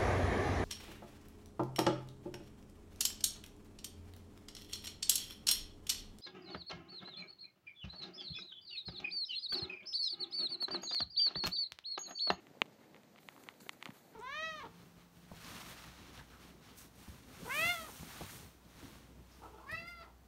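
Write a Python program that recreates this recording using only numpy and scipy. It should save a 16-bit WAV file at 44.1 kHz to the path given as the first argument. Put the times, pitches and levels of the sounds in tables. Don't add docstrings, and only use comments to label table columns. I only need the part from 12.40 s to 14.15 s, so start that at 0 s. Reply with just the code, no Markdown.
import sys
import numpy as np
from scipy import signal
from scipy.fft import rfft, irfft
from scipy.io import wavfile
from scipy.ndimage import map_coordinates

SR = 44100
rng = np.random.default_rng(int(sys.argv[2]) if len(sys.argv) > 2 else 0)


def transcribe(signal):
    frames = np.atleast_2d(signal).T
    limited = np.clip(frames, -1, 1)
    pcm = np.round(limited * 32767).astype(np.int16)
    wavfile.write(sys.argv[1], SR, pcm)


N = 77175
TIME_S = np.arange(N) / SR
FREQ_HZ = np.fft.rfftfreq(2 * N, 1 / SR)

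# freq_hz, gain_db
SNAP_RESPONSE = [(40, -48), (100, -24.5), (240, -5), (400, -3.5), (560, -6.5), (1150, -4.5), (1450, -10.5),
                 (1780, -10.5), (2200, -1.5), (2850, -0.5), (4300, -14.5), (5100, -38), (6600, -23.5),
                 (8200, -37), (11000, -49), (14500, -36.5)]
# freq_hz, gain_db
CLICK_RESPONSE = [(40, -45), (130, -31), (330, -8), (590, -10.5), (820, -4.5), (1100, -2.5), (1400, -6.5),
                  (1640, -15.5), (1830, -3.5), (2060, 1), (2450, -4), (3000, -4), (4300, -10.5),
                  (5100, -23.5), (6400, -19.5), (8100, -19), (10000, -29.5), (13500, -29), (15400, -37)]
# start_s, level_db, bass_db, treble_db
CASING_CLICKS = [(0.0692, -23.5, -1, -5), (0.2579, -29.5, 2, 6), (.264, -30, 2, 0), (0.5456, -20.5, 1, -12),
                 (.5637, -23, -4, -14), (.634, -30.5, -4, 7), (0.7602, -23.5, 1, -18),
                 (.7811, -25, -10, -17), (.7868, -24, -4, -16), (.7881, -27, -4, -19),
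                 (0.8318, -29, -4, -10), (0.8874, -8.5, -2, -9), (0.964, -28, -2, -4),
                 (.9790, -33, -2, -19), (1.0379, -26.5, -4, 9), (1.0879, -6.5, -9, -9.5),
                 (1.140, -33, 0, 7), (1.2594, -34, -2, 5), (1.2934, -2.5, -8.5, 1.5), (1.4264, -7, -13, -4),
                 (1.4569, -7, -10, 0), (1.4634, -19, 17, -17), (1.4651, -24, 2, -21),
                 (1.4750, -17.5, 5, -17), (1.4872, -26, 4, -10), (1.5047, -19, 3, -16)]
# start_s, level_db, pitch_hz, t60_s
FINGER_BUMPS = [(.112, -40.5, 300, 0.01), (.142, -46, 483, 0.0061), (.1512, -47, 700, 0.012),
                (.171, -43.5, 480, 0.012), (.413, -50.5, 395, 0.028), (.556, -45.5, 483, 0.017),
                (.745, -49, 550, .007), (.751, -41, 654, 0.0042), (0.7603, -40, 1180, .006),
                (0.9635, -42, 1090, 0.0066), (0.978, -41, 985, 0.0077), (1.2155, -48, 218, 0.049),
                (1.2305, -46.5, 450, .01), (1.2647, -40, 364, 0.015), (1.265, -42, 1600, 0.0056),
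                (1.268, -46, 690, 0.0071), (1.4634, -35.5, 1430, .006), (1.4638, -41, 262, 0.013),
                (1.4878, -38.5, 850, 0.007), (1.506, -44, 960, .006)]
# start_s, length_s, level_db
FABRIC_STROKES = [(0.797, 0.19, -70.5), (0.987, 0.062, -68), (1.054, .15, -75.5), (1.211, 0.033, -63),
                  (1.25, 0.043, -68), (1.311, 0.025, -67), (1.352, .11, -74), (1.463, 0.073, -73.5),
                  (1.528, 0.064, -67), (1.60, 0.12, -72.5)]
# freq_hz, density_db
FABRIC_SPECTRUM = [(200, -34), (1500, -3), (2700, -10), (4200, 2), (5200, -7), (6600, -0.5), (9500, -4),
                   (12000, -1), (14300, 2), (15500, -1.5)]
# centre_s, sigma_s, level_db, pitch_hz
FRICTION_SCUFFS = [(0.023, 0.0081, -70.5, 1680), (.335, 0.011, -71, 2940), (0.43, 0.018, -69, 1100),
                   (0.572, 0.011, -64, 880), (0.782, 0.0078, -67.5, 2300), (0.917, 0.02, -68, 1180),
                   (0.979, 0.0044, -70, 1100), (1.01, 0.0064, -65.5, 900), (1.04, 0.0052, -71, 900),
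                   (1.07, .008, -62.5, 900), (1.105, 0.011, -62, 1120), (1.2084, 0.0017, -56.5, 1190),
                   (1.231, 0.0037, -64, 1190), (1.268, .0028, -56.5, 900), (1.339, 0.0093, -63, 1080),
                   (1.438, 0.023, -65, 1500), (1.472, 0.013, -58, 1090), (1.505, 0.0091, -62, 1290),
                   (1.567, 0.041, -69, 1370), (1.742, 0.0077, -63, 790)]
# centre_s, sigma_s, level_db
CLAW_SCRATCHES = [(1.037, 0.0032, -63.5), (1.2065, 0.0032, -60), (1.2143, .001, -57), (1.327, 0.0011, -66),
                  (1.3327, .0007, -58.5), (1.446, 0.00089, -62)]
# freq_hz, density_db
SCRATCH_SPECTRUM = [(500, -25), (3500, -11), (4500, 9), (5400, -7), (7200, 2), (8800, -3.5), (15000, -12)]
# time_s, level_db
RUSTLE_ENVELOPE = [(0, -66.5), (.16, -66), (.28, -63), (.36, -70), (.45, -65), (.58, -66), (.68, -80),
                   (.85, -71.5), (1.02, -63), (1.16, -69.5), (1.4, -71), (1.75, -66)]
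# freq_hz, density_db
RUSTLE_SPECTRUM = [(40, -21), (120, -12.5), (260, 2.5), (420, -1), (550, -6), (800, -5.5), (1150, -14),
                   (2100, -19), (4000, -31.5), (15000, -41)]
# freq_hz, density_db
HISS_SPECTRUM = [(25, -18), (45, -17), (60, -12.5), (80, -14), (115, -5), (210, -0.5), (330, -7.5),
                 (600, -8), (1200, -18.5), (2000, -18.5), (2900, -23.5), (4300, -22), (5300, -26.5),
                 (6800, -26), (10000, -35), (14500, -28), (16000, -33)]


def casing(snap_s=.2181, snap_db=11, bass_hz=650, treble_hz=4640, bend_lag_s=.00089, bend_hz=1200):
    log_snap = causal(colour_db(SNAP_RESPONSE))
    log_click = causal(colour_db(CLICK_RESPONSE))
    bass_shelf = causal(1 / (1 + (FREQ_HZ / bass_hz) ** 4))
    treble_shelf = causal(1 - 1 / (1 + (FREQ_HZ / treble_hz) ** 4))
    spectrum = amp(snap_db) * rattle() * np.exp(log_snap - 2j * np.pi * FREQ_HZ * snap_s)
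    for start_s, level_db, bass_db, treble_db in CASING_CLICKS:
        log_shell = log_click + bass_db * bass_shelf + treble_db * treble_shelf
        spectrum += amp(level_db) * rattle() * np.exp(log_shell - 2j * np.pi * FREQ_HZ * start_s)
    dispersion = np.exp(-2j * np.pi * bend_lag_s * bend_hz * np.arctan(FREQ_HZ / bend_hz))
    return irfft(spectrum * dispersion)[:N]


def rattle(level_db=-20.5, t60_s=.023):
    tail = rng.standard_normal(N) * decay(TIME_S, t60_s)
    return 1 + amp(level_db) * rfft(tail / np.linalg.norm(tail), 2 * N)


def finger_bumps():
    contacts = sum(bump(*row) for row in FINGER_BUMPS) + grip_thud()
    return low_cut(contacts, cutoff_hz=102)


def bump(start_s, level_db, pitch_hz, t60_s, attack_s=.0005):
    age_s = np.maximum(TIME_S - start_s, 0)
    envelope = decay(age_s, t60_s) * (1 - np.exp(-age_s / attack_s))
    return amp(level_db) * envelope * np.sin(2 * np.pi * pitch_hz * age_s)


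def grip_thud(centre_s=1.493, pitch_hz=212):
    envelope = swell(centre_s, sigma_s=.0024, level_db=-39.5)
    pulse = envelope * np.sin(2 * np.pi * pitch_hz * (TIME_S - centre_s))
    return pulse + bump(centre_s, level_db=-52, pitch_hz=124, t60_s=.08)


def fabric_brushing(attack_s=.0094, release_s=.022):
    power = np.zeros(N)
    for start_s, length_s, level_db in FABRIC_STROKES:
        rise = np.clip((TIME_S - start_s) / attack_s, 0, 1)
        fall = np.exp(-np.maximum(TIME_S - start_s - length_s, 0) / release_s)
        power += (amp(level_db) * rise * fall) ** 2
    return np.sqrt(power) * noise(FABRIC_SPECTRUM)


def scuffs(half_width_oct=.76, skirt_db=18):
    offset_oct = np.arange(-6, 6.5, .5)
    band_db = -skirt_db * np.log10(1 + (offset_oct / half_width_oct) ** 4) / 2
    out = np.zeros(N)
    for centre_s, sigma_s, level_db, pitch_hz in FRICTION_SCUFFS:
        band = np.column_stack([pitch_hz * 2 ** offset_oct, band_db])
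        out += swell(centre_s, sigma_s, level_db) * friction(band)
    return out


def claw_scratches():
    return sum(swell(*row) for row in CLAW_SCRATCHES) * noise(SCRATCH_SPECTRUM)


def handling_rustle():
    level_db = np.interp(TIME_S, *np.transpose(RUSTLE_ENVELOPE))
    return amp(level_db) * friction(RUSTLE_SPECTRUM)


def room_hiss(level_db=-65):
    return amp(level_db) * noise(HISS_SPECTRUM)


def friction(points, depth_db=3.5, grains_per_s=200):
    grain_index = TIME_S * grains_per_s
    catch = map_coordinates(rng.standard_normal(N // 20), [grain_index], mode="wrap")
    return unit_rms(noise(points) * amp(depth_db * catch))


def noise(points):
    white = rfft(rng.standard_normal(2 * N))
    return unit_rms(irfft(white * amp(colour_db(points)))[:N])


def colour_db(points):
    freq_hz, gain_db = np.transpose(points)
    return np.interp(np.log(FREQ_HZ + 1), np.log(freq_hz), gain_db)


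def causal(gain_db):
    cepstrum = irfft(np.log(amp(gain_db)))
    cepstrum[1:N] *= 2
    cepstrum[N + 1:] = 0
    return rfft(cepstrum)


def swell(centre_s, sigma_s, level_db):
    return amp(level_db) * np.exp(-.5 * ((TIME_S - centre_s) / sigma_s) ** 2)


def decay(age_s, t60_s):
    return np.exp(-np.log(1000) * age_s / t60_s)


def low_cut(x, cutoff_hz):
    return signal.sosfilt(signal.butter(2, cutoff_hz, "highpass", fs=SR, output="sos"), x)


def amp(db):
    return 10 ** (np.asarray(db) / 20)


def unit_rms(x):
    return x / np.sqrt(np.mean(x ** 2) + 1e-20)


def scene():
    impacts = casing() + finger_bumps()
    rubbing = fabric_brushing() + scuffs() + claw_scratches() + handling_rustle()
    return (impacts + rubbing + room_hiss())[None]


def record(dry):
    top_hz = 15500
    thinned = low_cut(dry, cutoff_hz=64)
    return irfft(rfft(thinned, 2 * N) * (FREQ_HZ < top_hz))[..., :N]


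dry = scene()
out = record(dry)
transcribe(out)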